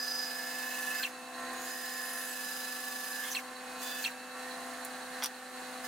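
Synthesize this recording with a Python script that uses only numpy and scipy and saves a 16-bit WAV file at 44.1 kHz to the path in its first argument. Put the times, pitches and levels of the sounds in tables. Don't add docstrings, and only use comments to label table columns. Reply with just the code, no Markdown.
import sys
import numpy as np
from scipy import signal
from scipy.fft import rfft, irfft, next_fast_len
from scipy.io import wavfile
from scipy.ndimage import map_coordinates

SR = 44100
rng = np.random.default_rng(int(sys.argv[2]) if len(sys.argv) > 2 else 0)


def boost(x):
    u = np.asarray(x, float) / 20
    return 10 ** u


def output_pcm(signal):
    pcm = np.clip(np.atleast_2d(signal).T, -1, 1) * 32767
    wavfile.write(sys.argv[1], SR, np.round(pcm).astype(np.int16))


N = 258867
T = np.arange(N) / SR
SHAFT_HZ = 25.27

# time in seconds, pitch in Hz, level in dB.
FAR_MOTOR = [(0, 301, -76), (.9, 308, -72), (1.3, 317.5, -67), (1.6, 341, -62.5), (1.9, 358, -74),
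             (2.1, 368, -80)]
# time in seconds, level in dB.
CAMERA_GAIN = [(0, -56.5), (.96, -55), (1.05, -57), (1.31, -57), (1.4, -53), (1.54, -52.5), (1.78, -56.5),
               (3.6, -56), (3.73, -53.5), (4.05, -56), (4.3, -57), (4.42, -53), (5.08, -54.5), (5.2, -52),
               (5.26, -57.5), (5.5, -57), (5.6, -54), (5.87, -53.5)]
# multiple of ten times the shaft speed, level in dB.
HUM = [(1, -1), (2, -1), (3, -1), (4, -38), (5, -40), (6, -10.5), (7, -7), (8, -22), (10, -11.5)]
# pitch in Hz, width in Hz, level in dB.
FRAME = [(475, 5.3, -16.5), (792, 7.9, -8.5), (890, 39, -9.5), (949, 5, -14), (1145, 52, -6),
         (1349, 7.1, -7), (1473, 11, -11), (2127, 10, -14.5), (6630, 7.6, -15), (9500, 32, -40),
         (11500, 30, -38)]
# frequency in Hz, level in dB per Hz.
RUSH = [(20, -24.5), (40, -24.5), (80, -19.5), (135, -23.5), (180, -9.5), (330, -11), (440, -13),
        (620, -7.5), (1100, -5), (1820, -4), (2330, -12.5), (4330, -13), (5230, -17), (9460, -13.5),
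        (15800, -27.5)]
# pitch in Hz, width in Hz, level in dB.
GUIDES = [(3978, 12, -7), (4404, 22, -9), (4253, 40, -14), (2740, 120, -15)]
# pitch in Hz, width in Hz, level in dB.
PANELS = [
    [(690.5, 2, 0)],
    [(1045.5, 2, 0)],
    [(1620, 12, -1)],
    [(1820, 14, -3), (1884, 3, -5)],
]
# start in seconds, length in seconds, level in dB over the motor's lowest tone.
PANEL_SPELLS = [
    [(-.6, 2.2, -4.5), (1.2, 1.35, -3.5), (3.7, 0.32, -6), (4.35, 1.04, -1), (5.5, 0.68, -5)],
    [(.2, 2.25, -1.5), (3.25, 0.38, -4), (3.7, 0.3, -3), (4.25, 0.95, -7.5), (5.45, 0.32, -6)],
    [(-.2, 1.45, -2), (1.3, 1.45, 0.5), (3.05, 0.37, .5), (3.85, 0.56, -6.5), (4.4, 1.4, -8)],
    [(.3, 0.9, 0.5), (1.3, 0.33, -0.5), (1.6, 0.78, 7), (3.05, 0.28, 2.5), (3.9, .25, -3), (4.2, 0.65, -2),
     (5.05, 0.68, -13)],
]
# time in seconds, peak in dB, wood in dB, iron in dB.
KNOCKS = [
    (4.8485, -28, -22, -37),
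    (5.2223, -41, 13, -3),
    (5.2303, -32, -9, -11),
    (5.2335, -52, 10, -6),
    (5.2373, -23.5, -21, -14.5),
    (5.2438, -27.5, -2.5, -9),
    (5.2580, -24.5, -12, -15),
]
# pitch in Hz, width in Hz, level in dB.
WOOD = [(860, 83, 2.5), (1400, 270, -1.5), (2180, 770, -5), (3490, 320, -0.5)]
# pitch in Hz, width in Hz, level in dB.
IRON = [(4730, 450, -1), (5800, 220, 6.5)]
# pitch in Hz, width in Hz, level in dB.
EDGE = [(8900, 480, -2.5), (9980, 720, 4), (11850, 2900, -6.5), (15300, 2500, -8), (7640, 2700, -7.5)]
# start in seconds, length in seconds, pitch in Hz, width in Hz.
CHATTER = [(-.2, .55, 4950, 320), (-.1, .4, 6050, 500), (-.2, 1.3, 3985, 25), (.92, .1, 2050, 150),
           (.99, .05, 1570, 60), (.98, .06, 13500, 1500), (1.07, .33, 2650, 12), (1.52, .22, 6700, 40),
           (2.1, 1.15, 3970, 18), (2.27, .09, 7950, 250), (2.5, .95, 1150, 45), (3.2, .1, 2120, 100),
           (3.22, .1, 3300, 500), (3.305, .036, 6100, 600), (3.82, .19, 3500, 110), (3.82, .2, 4750, 150),
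           (4.08, .4, 2655, 12), (1.6, 1, 7101, 12), (-.2, .6, 13394, 20), (1.7, .7, 2150, 60),
           (.95, .085, 4950, 250), (.2, .7, 2140, 25)]
CHATTER_DB = [-42, -51, -63, -49.5, -43, -49, -58, -51.5, -57.5, -51, -55.5, -53, -50.5, -40, -49, -52,
              -57.5, -60, -59, -61, -47.5, -58]
# time in seconds, level in dB, stretch in time (1 is normal).
EXITS = [
    (1.028, -30.5, 1.01),
    (3.346, -30, 1.02),
    (4.039, -28.5, .98),
]
# delay in seconds, length in seconds, start in Hz, end in Hz, level in dB.
SQUEAL = [(.0006, 0.0077, 4450, 3910, 0), (.006, 0.0088, 4300, 3900, -11.5),
          (-.001, 0.019, 2700, 2300, -10), (.007, 0.0088, 3350, 3140, -2), (.014, 0.019, 2850, 2500, 0.5),
          (.03, 0.024, 2650, 2300, -15), (0.034, .0197, 2000, 1430, -19), (.004, 0.0226, 8500, 7800, -18.5),
          (.025, 0.015, 6300, 5600, -18.5), (0.012, 0.016, 4300, 3800, -22)]
# time in seconds, feed level in dB, twist (side load of a curve on the blade).
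FEED = [
    [(0, -51.5, -0.67), (.2, -52, -1.26), (.3, -52.5, -0.66), (.62, -51, -0.03), (.86, -49, 1.2),
     (1.0, -49, -0.0065), (1.048, -50.5, 1.15), (1.07, -56, 1.2), (1.09, -57, 1.2)],
    [(1.52, -64, 0.1), (1.654, -52.5, -0.16), (2.0, -51, -0.077), (2.3, -51, 0.73), (2.52, -50, -0.23),
     (2.8, -51.5, 0.27), (3.19, -50.5, 0.13), (3.34, -48.5, 0.73), (3.4, -56.5, 0.61)],
    [(3.79, -65, .1), (3.822, -48, .1), (3.944, -52, .1), (4.05, -47.5, .1), (4.12, -63, .1)],
    [(5.826, -75, .1), (5.846, -51.5, 0.093), (5.87, -56, .1)],
]
# start in seconds, rise in seconds, end in seconds, fall in seconds.
SINGING = [
    (-.1, .02, 1.06, .03),
    (1.65, .03, 3.38, .16),
    (3.83, 0.088, 4.08, 0.075),
    (5.83, 0.022, 6.1, .02),
]
# tone in dB, whistle in dB, board in dB, sizzle in dB.
PIECES = [
    (6.5, 0, -0.5, -6),
    (3, -1, -9.5, -1.5),
    (3, -10, -4, -13),
    (4, 2, -22, -3),
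]
# start in seconds, length in seconds, extra level in dB.
FLARES = [(1.96, .4, 6), (3.0, 0.19, 2.5), (0.73, .25, 4)]
# pitch in Hz, level in dB, lead of the left in radians.
TONE = [(1731, 0, .9), (1706, -16, .5), (1756, -14, 1.2)]
# pitch in Hz, level in dB, lead of the left in radians.
WHISTLE = [(4965, 0, -.7), (4990, -7, -.5), (5168, -10, .6)]
# pitch in Hz, level in dB, lead of the left in radians.
BOARD = [(2597, 0, .3), (2622.3, -3, .3), (2571.7, -8, .3), (2853, -7, .4)]
# pitch in Hz, width in Hz, level in dB.
SKIRTS = [
    [(1740, 70, -13)],
    [(4885, 50, -11), (5000, 300, -13)],
]
# frequency in Hz, level in dB per Hz.
KERF = [(500, -50), (1500, -2), (2000, -18), (2350, -4.5), (3000, -2), (4100, -3), (5500, -2.5), (8000, -2),
        (12000, -2), (15000, -4), (15800, -11)]
# pitch in Hz, width in Hz, level in dB.
BLADE = [(3590, 40, -18), (6185, 90, -14), (7101, 10, -19), (8403, 25, -22), (13394, 10, -24),
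         (15500, 300, -15)]
# pitch in Hz, width in Hz, level in dB.
SIZZLE = [(9440, 120, 3), (10300, 300, 1.5), (10800, 290, 1), (11500, 230, 2)]
# frequency in Hz, likeness (1 is identical).
ALIKE = [(100, 1), (300, 1), (1000, 1), (3000, 0.81), (8000, 0.38), (15000, 0.32)]
# frequency in Hz, left minus right in dB.
LEAN = [(60, 3), (110, -5), (250, 4.5), (380, -6), (700, 2.5), (1290, -0.5), (1730, -5), (2400, -1.5),
        (8000, -3), (15000, 0.5)]


def unit(x):
    return x / np.sqrt(np.mean(x ** 2) + 1e-20)


def along(points, hz):
    f, v = np.transpose(points)
    return np.interp(np.log(hz + 1), np.log(f + 1), v)


def curves(rows):
    s, *cols = np.transpose(rows)
    return [np.interp(T, s, c) for c in cols]


def spans(tables, fade):
    rows = []
    for table in tables:
        quiet = [-85] * (len(table[0]) - 1)
        rows += [(table[0][0] - fade, *quiet), *table, (table[-1][0] + fade, *quiet)]
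    return curves(rows)


def wobble(rate):
    return map_coordinates(rng.standard_normal(int(N * rate / SR) + 4), [T * rate])


def swell(s, length):
    return np.abs(np.sin(np.pi * np.clip((T - s) / length, 0, 1)))


def filtered(x, response):
    m = next_fast_len(N + SR // 2)
    return irfft(rfft(x, m) * response(np.fft.rfftfreq(m, 1 / SR)), m)[..., :N]


def noise(gain, alike):
    def response(hz):
        turn = np.arccos(np.clip(alike(hz), -1, 1)) / 2
        return gain(hz) * [np.cos(turn), np.sin(turn)]

    mid, side = filtered(rng.standard_normal((2, N)), response)
    return unit(np.array([mid + side, mid - side]))


def ring(modes, steady, alike=0.95):
    out = np.zeros((2, N))
    m = next_fast_len(N)
    f = np.arange(m // 2) * SR / m
    turn = np.arccos(np.clip(alike, -1, 1)) / 2
    to_sides = [[np.cos(turn), np.sin(turn)], [np.cos(turn), -np.sin(turn)]]
    for hz, width, db in modes:
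        near = np.abs(f - hz) < 10 * width + 20
        a, b = rng.standard_normal((2, 2, near.sum()))
        lines = np.zeros((2, m), complex)
        lines[:, :m // 2][:, near] = (a + 1j * b) / (1 + (2 * (f[near] - hz) / width) ** 2)
        z = np.fft.ifft(to_sides @ lines)[:, :N]
        size = unit(np.abs(z).mean(0))
        out += boost(db) * unit(z.real / (size + 0.03) ** np.clip(steady, 0, 1))
    return out


def sing(lines, drift, flutter_db):
    side = np.array([[.5], [-.5]])
    out = np.zeros((2, N))
    for hz, db, lead in lines:
        level = boost(db + 3 + flutter_db * wobble(28.25))
        out += level * np.sin(2 * np.pi * hz * T + drift * wobble(12) + lead * side)
    return out


def turn_beat(depth, top):
    angle = 2 * np.pi * SHAFT_HZ * T + 0.36 * wobble(1.88)
    swells = sum(np.sin(k * angle + rng.uniform(0, 2 * np.pi)) / k ** 0.96 for k in range(1, top + 1))
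    return 1 + depth * swells


def walls(x, echo_db, t60):
    t = np.arange(SR // 10) / SR
    answer = rng.standard_normal((2, len(t))) * boost(-60 * t / t60)
    answer *= boost(echo_db) / np.linalg.norm(answer[0])
    answer[:, 0] = 1
    return unit(signal.fftconvolve(x, answer, axes=1)[:, :N])


def shop(x):
    t = np.arange(SR // 4) / SR
    tail = rng.standard_normal((2, len(t))) * boost(-60 * t / 0.068) * (t > .003)
    return signal.fftconvolve(x[None], tail / np.linalg.norm(tail[0]), axes=1)[:, :N]


def far_motor():
    hz, db = curves(FAR_MOTOR)
    return boost(db + 5.5 + 0.96 * wobble(7.1)) * np.sin(2 * np.pi * np.cumsum(hz) / SR)


def motor_hum():
    phase = 2 * np.pi * np.cumsum(10 * SHAFT_HZ + 0.17 * wobble(4)) / SR
    return sum(boost(db + 0.25 * k * wobble(6)) * np.sin(k * phase + k * k) for k, db in HUM) * np.sqrt(2)


def blade_guides():
    loop_hz, weld_s, weld_dip_db = 9.5, 4.575, 9.5
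    guides = ring(GUIDES, steady=.95, alike=.7) * turn_beat(.3, top=2) * boost(3 + wobble(12))
    weld = np.cos(np.pi * loop_hz * (T - weld_s) + .2 * wobble(4)) ** 6
    return guides * boost(-weld_dip_db * weld)


def cover_panels():
    out = np.zeros((2, N))
    for spells, modes in zip(PANEL_SPELLS, PANELS):
        level = boost(-10.5) + sum(boost(db) * swell(s, length) ** 0.69 for s, length, db in spells)
        out += level * boost(1.7 * wobble(4.2)) * ring(modes, steady=0.81)
    return out


def machine():
    gain_db, = curves(CAMERA_GAIN)
    rush = noise(lambda f: boost(along(RUSH, f)), lambda f: along(ALIKE, f))
    rush = walls(rush, echo_db=-7, t60=0.13)
    body = boost(1.5) * (motor_hum() + ring(FRAME, steady=0.18) + blade_guides()) + cover_panels()
    return boost(gain_db) * (body + boost(8 + 0.11 * wobble(12)) * rush)


def body_response(modes):
    def response(f):
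        return sum((-1) ** k * boost(db) * 1j * f * width / (hz * hz - f * f + 1j * f * width)
                   for k, (hz, width, db) in enumerate(modes))

    return response


def knocks():
    t = np.arange(SR // 20) / SR
    wood, iron, edge = np.zeros((3, N + SR))
    for s, db, wood_db, iron_db in KNOCKS:
        for part, level, t60 in ((wood, wood_db, .06), (iron, iron_db, .05), (edge, 0, .03)):
            fade = boost(-60 * t / 0.0051) + 0.31 * boost(-60 * t / t60)
            force = (1 - np.exp(-t / 0.00044)) * fade * rng.standard_normal(len(t))
            part[round(s * SR):][:len(t)] += boost(db + level) * force
    return (boost(18.0) * filtered(wood[:N], body_response(WOOD))
            + boost(23.0) * filtered(iron[:N], body_response(IRON))
            + boost(9.0) * filtered(edge[:N], body_response(EDGE)))


def chatter():
    out = np.zeros((2, N))
    for (s, length, hz, width), db in zip(CHATTER, CHATTER_DB):
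        out += swell(s, length) ** 0.5 * ring([(hz, width, db)], steady=150 / (150 + width), alike=0.89)
    return out


def squeals():
    out = np.zeros(N)
    for s, db, stretch in EXITS:
        for delay, length, hz0, hz1, step_db in SQUEAL:
            rough = np.clip(0.19 - 0.1 * step_db, 0, 1)
            u = np.arange(round(length * stretch * SR)) / (length * stretch * SR)
            hz = np.linspace(hz0, hz1, len(u)) * rng.normal(1, 0.0087)
            start = round((s + delay * stretch) * SR)
            slip = map_coordinates(rng.standard_normal((2, 40)), [[0 * u, 0 * u + 1], [u * length * 900] * 2])
            wave = (1 + rough * slip[0]) * np.sin(2 * np.pi * np.cumsum(hz) / SR + 1.2 * rough * slip[1])
            out[start:start + len(u)] += boost(db + step_db) * np.sin(np.pi * u ** 1.15) ** 0.92 * wave
    return out


def tearing_hiss():
    tear = noise(lambda f: boost(along(KERF, f)), lambda f: along(ALIKE, f))
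    tear = walls(tear, echo_db=1, t60=0.04)
    grain = boost(0.45 * wobble(700))
    return (unit(tear * grain) + ring(BLADE, steady=0.29, alike=0.53)) * turn_beat(.16, top=10)


def cutting():
    feed_db, twist = spans(FEED, fade=0.052)
    twist = np.clip(twist, -2, 2)
    piece = np.searchsorted([cut[0][0] - .1 for cut in FEED[1:]], T)
    tone_db, whistle_db, board_db, sizzle_db = np.transpose(PIECES)[:, piece] + feed_db
    deep = 0.12 + sum(np.clip(np.minimum((T - a) / rise, (b - T) / fall), 0, 1) for a, rise, b, fall in SINGING)

    hiss = tearing_hiss()
    tone = sing(TONE, drift=.25, flutter_db=1.1) + ring(SKIRTS[0], steady=.2, alike=.8)
    whistle = sing(WHISTLE, drift=.3, flutter_db=1.3) + ring(SKIRTS[1], steady=.2, alike=.8)
    whistle = unit(whistle) * turn_beat(.13, top=7)
    sizzle = unit(ring(SIZZLE, steady=.1, alike=0.65))
    flare_db = sum(db * swell(s, length) for s, length, db in FLARES)
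    board = unit(sing(BOARD, drift=0.5, flutter_db=4.0))

    song = boost(tone_db + 1 * twist + 1.0 * wobble(7.18)) * tone
    song = song + boost(whistle_db - 8.5 * twist) * whistle
    song = song + boost(board_db + 17 * np.minimum(twist, 0)) * board
    return deep * song + boost(feed_db + 6.5) * hiss + boost(sizzle_db + flare_db) * sizzle


def scene():
    sharp = squeals() + knocks()
    return machine() + far_motor() + cutting() + chatter() + sharp + boost(-4) * shop(sharp)


def low_pass(x):
    return signal.sosfilt(signal.butter(12, 17110, fs=SR, output="sos"), x)


def record(dry):
    def microphones(hz):
        lean = boost(along(LEAN, hz) * [[.5], [-.5]])
        return lean * np.where(hz < 15850, 1, boost(-43))

    return low_pass(filtered(dry, microphones))


dry = scene()
out = record(dry)
output_pcm(out)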